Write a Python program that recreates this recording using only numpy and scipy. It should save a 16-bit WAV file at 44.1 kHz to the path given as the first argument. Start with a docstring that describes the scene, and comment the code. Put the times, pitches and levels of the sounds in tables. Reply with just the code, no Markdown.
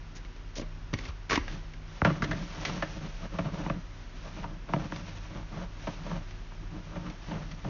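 """At a sewer pipe, a camera's push rod is fed off its reel over the low hum of the equipment.
Gripping it gives dry stick-slip rasps, clicks that ring the reel's frame, and soft thumps.
It then slides in strokes, hissing along its guide, rubbing and slapping against the reel.
Each knock runs down the springy rod as a falling chirp and sets the coil ringing."""
import sys
import numpy as np
from scipy import signal
from scipy.fft import rfft, irfft, next_fast_len
from scipy.io import wavfile
from scipy.ndimage import uniform_filter1d, map_coordinates

SR = 44100
rng = np.random.default_rng(int(sys.argv[2]) if len(sys.argv) > 2 else 0)


def int16_out(signal):
    """Quantize to a 16-bit WAV file."""
    q = np.round(np.clip(np.atleast_2d(signal).T, -1, 1) * 32767)
    wavfile.write(sys.argv[1], SR, q.astype(np.int16))


N = 339129
TIME_S = np.arange(N) / SR

# Modes of the coil in its reel. 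Each row: frequency in Hz, width in Hz, gain in dB.
COIL_MODES = [(150.5, 12, 2), (172.1, 14.7, 2.5), (206.4, 27, -7), (298.8, 21.2, -3), (414, 100, -22),
              (566.5, 53, -5), (654, 36, -6), (908, 91, -16.5), (1170, 55, -14.5), (1333, 77, -15.5),
              (1600, 130, -19.5), (1764, 43, -16.5), (2050, 22, -15.5), (2310, 32, -24.5), (2905, 68, -17),
              (3380, 38, -21.5)]


def amp(db):
    """Decibels to gain."""
    return 10 ** (np.asarray(db) / 20)


def unit(x):
    """Scale to rms 1."""
    return x / np.sqrt(np.mean(x ** 2) + 1e-20)


def add(mix, start_s, sound):
    """Mix a sound in at start_s."""
    part = mix[max(round(start_s * SR), 0):][:len(sound)]
    part += sound[:len(part)]


def bins_hz(size):
    """FFT bin frequencies, floored at 1 Hz."""
    return np.maximum(np.fft.rfftfreq(size, 1 / SR), 1)


def colour(points, hz):
    """Gain at hz of a spectrum given as (Hz, dB) points."""
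    points_hz, db = np.transpose(points)
    return amp(np.interp(np.log(hz), np.log(points_hz), db))


def shaped(x, points):
    """Filter x by a spectrum, to rms 1."""
    size = next_fast_len(len(x))
    return unit(irfft(rfft(x, size) * colour(points, bins_hz(size)), size)[:len(x)])


def response(modes, hz):
    """Frequency response of damped modes."""
    return sum(amp(db) / (1 + 1j * (hz ** 2 - mode_hz ** 2) / (hz * width_hz))
               for mode_hz, width_hz, db in modes)


def causal(gain):
    """Minimum phase for a gain curve: nothing sounds before the blow."""
    cepstrum = irfft(np.log(gain + 1e-6))
    half = len(cepstrum) // 2
    return np.exp(rfft(2 * cepstrum[:half], len(cepstrum)) - cepstrum[0])


def drift(rate_hz):
    """Slow random wander, rms 1."""
    knots = rng.standard_normal(2048)
    return unit(map_coordinates(knots, [TIME_S * rate_hz], order=1, mode="wrap"))


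def held(x, span_s=0.09):
    """Hold the slow level at rms 1; keep the fast flutter."""
    power = uniform_filter1d(x ** 2, size=round(span_s * SR))
    return x / np.sqrt(np.abs(power) + 1e-12)


def hum(noise_db=-51.5, waver_db=2.3, wander_turns=0.16):
    """Low machine tones waver and beat above a steady noise."""
    # Machine tones. Each row: frequency in Hz, rms level in dB.
    tones = [(32.5, -44.5), (42.4, -60), (43.4, -49), (48.8, -53), (58.9, -64), (97.4, -52), (156.2, -55.5),
             (363, -68.5), (966, -74)]
    # Background spectrum. Each row: frequency in Hz, relative density in dB.
    noise_colour = [(15, -15.5), (35, -8), (70, -2), (125, -7.5), (185, -13), (260, -8), (340, -15),
                    (450, -18.5), (1500, -18.5), (3200, -25), (4800, -30), (5700, -28.5), (6800, -36)]
    out = amp(noise_db) * shaped(rng.standard_normal(N), noise_colour)
    for hz, db in tones:
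        turns = hz * TIME_S + rng.random() + wander_turns * drift(rate_hz=2.1)
        peak = np.sqrt(2) * amp(db + waver_db * drift(rate_hz=6))
        out += peak * np.sin(2 * np.pi * turns)
    return out


def grit(size, per_s, spread_db):
    """Friction: tiny slips of uneven strength at random moments."""
    strength = amp(spread_db * np.minimum(rng.exponential(1, size), 4))
    return unit(rng.standard_normal(size) * strength * (rng.random(size) < per_s / SR))


def rasps(taper_share=0.16):
    """The rod sticks and slips through a grip in short runs."""
    # Each row: start in seconds, end in seconds, level in dB, tilt in dB per octave.
    runs = [(0.15, 0.185, -47, 14), (0.552, 0.59, -40, 5), (0.588, 0.619, -45, 3), (.97, 1.098, -47, -2.5),
            (1.293, 1.367, -34, -0.3), (1.489, 1.559, -47.5, -2.5), (2.224, 2.253, -40, 1),
            (2.657, 2.705, -40.5, -2.5)]
    # Rasp spectrum before tilt. 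Each row: frequency in Hz, relative density in dB.
    rasp_colour = [(60, -10), (200, 1), (700, -7), (1300, -2), (2100, -3), (3500, -2.5), (4500, -4),
                   (5700, -5.5), (6800, -10)]
    out = np.zeros(N)
    for start_s, end_s, db, db_per_octave in runs:
        slips = grit(round((end_s - start_s) * SR), per_s=7000, spread_db=2.0)
        tilted = [(hz, level_db + db_per_octave * np.log2(hz)) for hz, level_db in rasp_colour]
        taper = signal.windows.tukey(len(slips), taper_share)
        add(out, start_s, amp(db) * shaped(slips, tilted) * taper)
    return out


def tick_level_db(clack_db, pitch_hz, chatter_s, typical_hz=1300, typical_chatter_s=0.0056):
    """A blow ticks louder the higher its pitch and the longer it chatters."""
    return clack_db + 5.5 * np.log2(pitch_hz / typical_hz) + 2.5 * np.log2(chatter_s / typical_chatter_s)


def strike(levels_db, pitch_hz, chatter_s, body, *, chatter_gain, tail_gain, tail_s, soft_s,
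           focus_db, focus_octaves, ping_db, ping_octaves=0.09):
    """One contact and its dying chatter, heard through a body as thud, clack and tick."""
    # Spectra of the three parts. Each row: frequency in Hz, relative density in dB.
    thud_colour = [(25, -30), (80, 0), (140, -1), (215, -4.5), (300, -2.5), (480, -14), (900, -57.5)]
    clack_colour = [(200, -43), (400, -3.5), (580, 3), (790, -1.5), (1000, 0), (1900, -1), (2600, -2),
                    (4500, -29)]
    tick_colour = [(1200, -12.5), (2600, 10.5), (3600, 5), (4900, -1.5), (5900, -0.5), (7000, -14)]
    t = np.arange(2 * len(body) - 2) / SR
    hz = bins_hz(len(t))
    age = t / chatter_s
    hardness = np.exp(-(chatter_s / soft_s) ** 2)  # a long contact starts softly, as a scuff
    chatter, tail = rng.standard_normal((2, len(t)))
    chatter = chatter * (hardness + np.sqrt(age)) * np.exp(-age)
    tail = tail * (1 - np.exp(-age)) * np.exp(-t / tail_s)
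    force = hardness * (t == 0) + chatter_gain * chatter / np.linalg.norm(chatter)
    force += tail_gain * tail / np.linalg.norm(tail)
    # The struck spot picks the pitch and rings briefly there.
    octaves = np.log2(hz / pitch_hz)
    focus = amp(focus_db * np.exp(-(octaves / focus_octaves) ** 2))
    ping = amp(ping_db / (1 + (octaves / ping_octaves) ** 2))
    rolloff = 1 / np.sqrt(1 + (hz / (2.1 * pitch_hz)) ** 6)
    clack_gain = colour(clack_colour, hz) * focus * ping * rolloff
    gains = (colour(thud_colour, hz), clack_gain, colour(tick_colour, hz))
    spectrum = rfft(force) * body
    out = 0
    for gain, db in zip(gains, levels_db):
        part = irfft(spectrum * causal(gain))
        peak_rms = np.sqrt(uniform_filter1d(part ** 2, size=256).max())
        out += amp(db) * part / peak_rms
    return out


def clicks(trim_db=-1, tick_trim_db=-6, direct_gain=1.0):
    """Dry handling blows ring the frame and leave the coil still."""
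    # Each row: start in seconds, clack and thud in dB before trim, pitch in Hz, chatter in seconds.
    blows = [(.159, -51, -48, 1600, 0.014), (0.249, -49, -46, 2000, 0.0064), (.363, -49, -52, 2600, .003),
             (.563, -45, -44.5, 560, 0.0093), (.582, -39, -36.5, 606, 0.0035),
             (.596, -37.5, -32, 600, 0.0024), (.616, -40.5, -35, 604, 0.01),
             (.931, -39.5, -31.5, 1100, 0.0084), (.938, -27.5, -27, 2250, 0.0034),
             (.989, -34, -44, 2850, .0022), (1.053, -40.5, -48, 2170, .007),
             (1.084, -45.5, -47, 1200, 0.012), (1.298, -26.5, -39, 1500, .003),
             (1.309, -24.5, -37, 1300, 0.0039), (1.318, -23.5, -33, 1100, .003),
             (1.329, -24, -29, 1600, 0.0064), (1.338, -28.5, -43, 1400, 0.0027),
             (1.346, -31, -39, 1200, .003), (1.357, -23, -34, 2000, 0.0054), (1.376, -25, -22, 960, 0.0022),
             (1.480, -35, -45, 1600, 0.0035), (1.736, -46, -53, 2000, 0.0049),
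             (2.651, -27, -54, 1900, 0.0065), (2.655, -26.5, -54, 2000, 0.0025),
             (4.961, -38, -52, 2400, 0.0042), (6.309, -46, -53, 2700, 0.0042),
             (7.1, -44, -56, 2800, 0.0057), (7.514, -42, -56, 2400, 0.0064)]
    # Modes of the reel's frame. Each row: frequency in Hz, width in Hz, gain in dB.
    frame_modes = [(254, 80, -2), (368, 51, -4.5), (560, 40, -7.5), (1120, 110, -0.5), (1653, 46, -3.5),
                   (1900, 79, 2.5), (2160, 180, 4.5), (2830, 77, -2), (4250, 110, -7), (4600, 200, 3),
                   (5770, 450, -1)]
    body = direct_gain + response(frame_modes, bins_hz(2 ** 13))
    out = np.zeros(N)
    for start_s, clack_db, thud_db, pitch_hz, chatter_s in blows:
        tick_db = tick_level_db(clack_db, pitch_hz, chatter_s) + tick_trim_db
        click = strike((thud_db + trim_db, clack_db + trim_db, tick_db), pitch_hz, chatter_s, body,
                       chatter_gain=1.35, tail_gain=0.47, tail_s=0.043, soft_s=0.011,
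                       focus_db=7, focus_octaves=0.43, ping_db=5)
        add(out, start_s, click)
    return out


def thumps(sag_share=0.43):
    """The jostled reel makes a few slow swings that sink in pitch."""
    # Each row: start in seconds, peak in dB, starting pitch in Hz, length in seconds.
    jolts = [(0.935, -29, 127.6, 0.03), (1.084, -30, 85, 0.036), (1.386, -34, 79.4, .05),
             (2.023, -27.5, 100, 0.033)]
    out = np.zeros(N)
    for start_s, db, hz, length_s in jolts:
        progress = np.linspace(0, 1, round(length_s * SR))
        turns = np.cumsum(hz * (1 - sag_share * progress)) / SR
        add(out, start_s, amp(db) * np.sin(np.pi * progress) * np.sin(2 * np.pi * turns))
    return out


def slide_gains(edge_db=-10.5, push_rumble_db=-0.5, push_scrape_db=-1, rub_hiss_db=-11):
    """Rumble, scrape and hiss gains: each push speeds up and eases off; dragging loops add swells."""
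    # Pushes of the rod. Each row: start, fastest moment and end in seconds, peak hiss in dB.
    pushes = [(1.38, 1.52, 1.68, -52), (1.865, 1.98, 2.38, -53), (2.1, 2.7, 3.23, -45.5),
              (3.15, 3.447, 3.86, -53.5), (3.897, 4.38, 4.5, -53.5), (4.692, 4.947, 5.6, -50.5),
              (5.7, 5.843, 6.5, -52), (6.55, 7.3, 8.4, -55.5)]
    # Loops dragging on the reel.
    # Each row: middle and length in seconds, scrape and rumble in dB before trim.
    rubs = [(1.55, 0.12, -59, -43), (2.31, 0.45, -51, -35), (2.615, 0.17, -47, -44),
            (2.751, 0.18, -46, -37.5), (3.028, 0.18, -49.5, -39.5), (3.242, 0.092, -46, -41.5),
            (3.355, .08, -43.5, -40.5), (3.455, 0.23, -46.5, -34), (3.62, 0.28, -42.5, -36.5),
            (3.756, 0.11, -55, -35.5), (4.275, .1, -47.5, -51), (4.407, 0.23, -52, -44.5),
            (4.536, 0.13, -55, -44.5), (4.793, 0.27, -45, -37), (4.983, 0.32, -56.5, -43),
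            (5.363, 0.18, -48, -41), (5.591, .18, -43, -37.5), (6.017, .14, -51, -44.5),
            (6.142, 0.19, -43.5, -35), (6.624, 0.13, -58.5, -50), (6.764, 0.12, -51.5, -38.5),
            (6.959, 0.21, -48, -40.5), (7.076, 0.17, -50.5, -39), (7.355, 0.19, -43.5, -34.5),
            (7.494, 0.24, -60, -44.5), (7.685, 0.093, -45.5, -30.5)]
    push_power = rumble_power = scrape_power = 0
    for start_s, fastest_s, end_s, db in pushes:
        before = (fastest_s - TIME_S) / (fastest_s - start_s)
        after = (TIME_S - fastest_s) / (end_s - fastest_s)
        away = np.maximum(before, after)  # 0 at the fastest moment, 1 at either end
        push_power += amp(db + edge_db * np.maximum(away, away ** 4)) ** 2
    for middle_s, length_s, scrape_db, rumble_db in rubs:
        swell = np.cos(np.pi * np.clip((TIME_S - middle_s) / length_s, -0.5, 0.5))
        rumble_power += (amp(rumble_db) * swell) ** 2
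        scrape_power += (amp(scrape_db) * swell) ** 2
    return np.sqrt([rumble_power + push_power * amp(push_rumble_db) ** 2,
                    scrape_power + push_power * amp(push_scrape_db) ** 2,
                    push_power + scrape_power * amp(rub_hiss_db) ** 2])


def slide(rumble_trim_db=-1, scrape_trim_db=-1.5, direct_gain=0.19, judder_rms_db=2.5):
    """The moving rod rubs unevenly on the reel, which rumbles, and hisses along its guide."""
    # Friction spectra. Each row: frequency in Hz, relative gain in dB.
    rumble_colour = [(50, -13), (100, 6), (135, -1), (170, 5), (240, -1.5), (310, 0.5), (450, -15),
                     (650, -29), (1200, -48.5)]
    scrape_colour = [(250, -19), (450, 3.5), (650, 0.5), (800, 2.5), (1100, 4.5), (1700, -5.5), (3000, -9),
                     (6500, -28)]
    hiss_colour = [(600, -14), (1500, 2), (2600, 1.5), (3800, -1.5), (5000, -5), (5900, -1.5),
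                   (6800, -11.5)]
    rumble_gain, scrape_gain, hiss_gain = slide_gains()
    judder_db = judder_rms_db * drift(rate_hz=35)
    rubbing = grit(N, per_s=3000, spread_db=1.0) * amp(judder_db)
    size = next_fast_len(N)
    body = direct_gain + response(COIL_MODES, bins_hz(size))
    coil = irfft(rfft(rubbing, size) * body, size)[:N]
    fizz = grit(N, per_s=12000, spread_db=-0.5) * amp(0.64 * judder_db)
    return (rumble_gain * amp(rumble_trim_db) * held(shaped(coil, rumble_colour))
            + scrape_gain * amp(scrape_trim_db) * held(shaped(coil, scrape_colour))
            + hiss_gain * shaped(fizz, hiss_colour))


def knocks(tick_trim_db=-13, direct_gain=0.09, max_ring_gain=0.52, ring_build_s=0.0023,
           dispersion_s=0.00698):
    """The rod slaps the reel; bending waves are slower at low pitch, so the bass comes late."""
    # Each row: start in seconds, clack and thud in dB, pitch in Hz, chatter in seconds.
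    slaps = [(2.017, -21.5, -23, 850, .001), (2.048, -18, -20.5, 1350, .006),
             (2.064, -27.5, -23.5, 1080, 0.0093), (2.101, -33, -26, 1250, .006),
             (2.221, -26.5, -25.5, 1600, 0.0042), (2.239, -32.5, -34, 2050, 0.0077),
             (2.311, -28.5, -49, 1750, 0.0059), (2.33, -36.5, -28.5, 1700, .004),
             (2.694, -38.5, -36.5, 920, 0.0054), (2.823, -26.5, -34, 1750, .006),
             (3.386, -27.5, -28, 1075, 0.0058), (3.445, -40.5, -39, 1080, .016),
             (3.661, -34, -42, 720, 0.0017), (3.698, -28, -27, 1160, .0034),
             (4.379, -46.5, -46.5, 950, .011), (4.429, -44, -37.5, 950, .014),
             (4.441, -34.5, -40, 955, .003), (4.688, -40, -35, 930, 0.0066),
             (4.735, -23.5, -24.5, 920, .0035), (4.762, -36, -30, 855, 0.0017),
             (4.921, -34, -33.5, 1100, 0.0025), (5.870, -32, -31.5, 950, .009),
             (6.062, -41, -39, 906, .008), (6.113, -37, -43, 900, 0.0017), (6.519, -48, -60, 1066, 0.0033),
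             (6.955, -40.5, -39, 900, 0.0099), (7.060, -45, -39, 1100, .013),
             (7.308, -38.5, -36, 860, 0.013), (7.645, -38.5, -35.5, 796, .005)]
    hz = bins_hz(2 ** 14)
    coil = response(COIL_MODES, hz)
    chirp = np.exp(-4j * np.pi * dispersion_s * (np.sqrt(200 * hz) - hz / 12))
    out = np.zeros(N)
    for start_s, clack_db, thud_db, pitch_hz, chatter_s in slaps:
        # Longer contact rings the coil more.
        ring_gain = max_ring_gain * (1 - np.exp(-(chatter_s / ring_build_s) ** 2))
        body = (direct_gain + ring_gain * coil) * chirp
        tick_db = tick_level_db(clack_db, pitch_hz, chatter_s) + tick_trim_db
        knock = strike((thud_db, clack_db, tick_db), pitch_hz, chatter_s, body,
                       chatter_gain=1.5, tail_gain=0.42, tail_s=0.055, soft_s=0.0093,
                       focus_db=5.5, focus_octaves=0.72, ping_db=4.5)
        add(out, start_s, knock)
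    return out


def scene():
    """All sources in mono, near the reel."""
    return (hum() + rasps() + clicks() + thumps() + slide() + knocks())[None]


def record(dry):
    """A steep low-pass cuts the top treble."""
    cutoff_hz = 6900
    lowpass = signal.firwin(301, cutoff_hz, window=("kaiser", 8), fs=SR)
    return signal.oaconvolve(dry, lowpass[None], "same")


dry = scene()
out = record(dry)
int16_out(out)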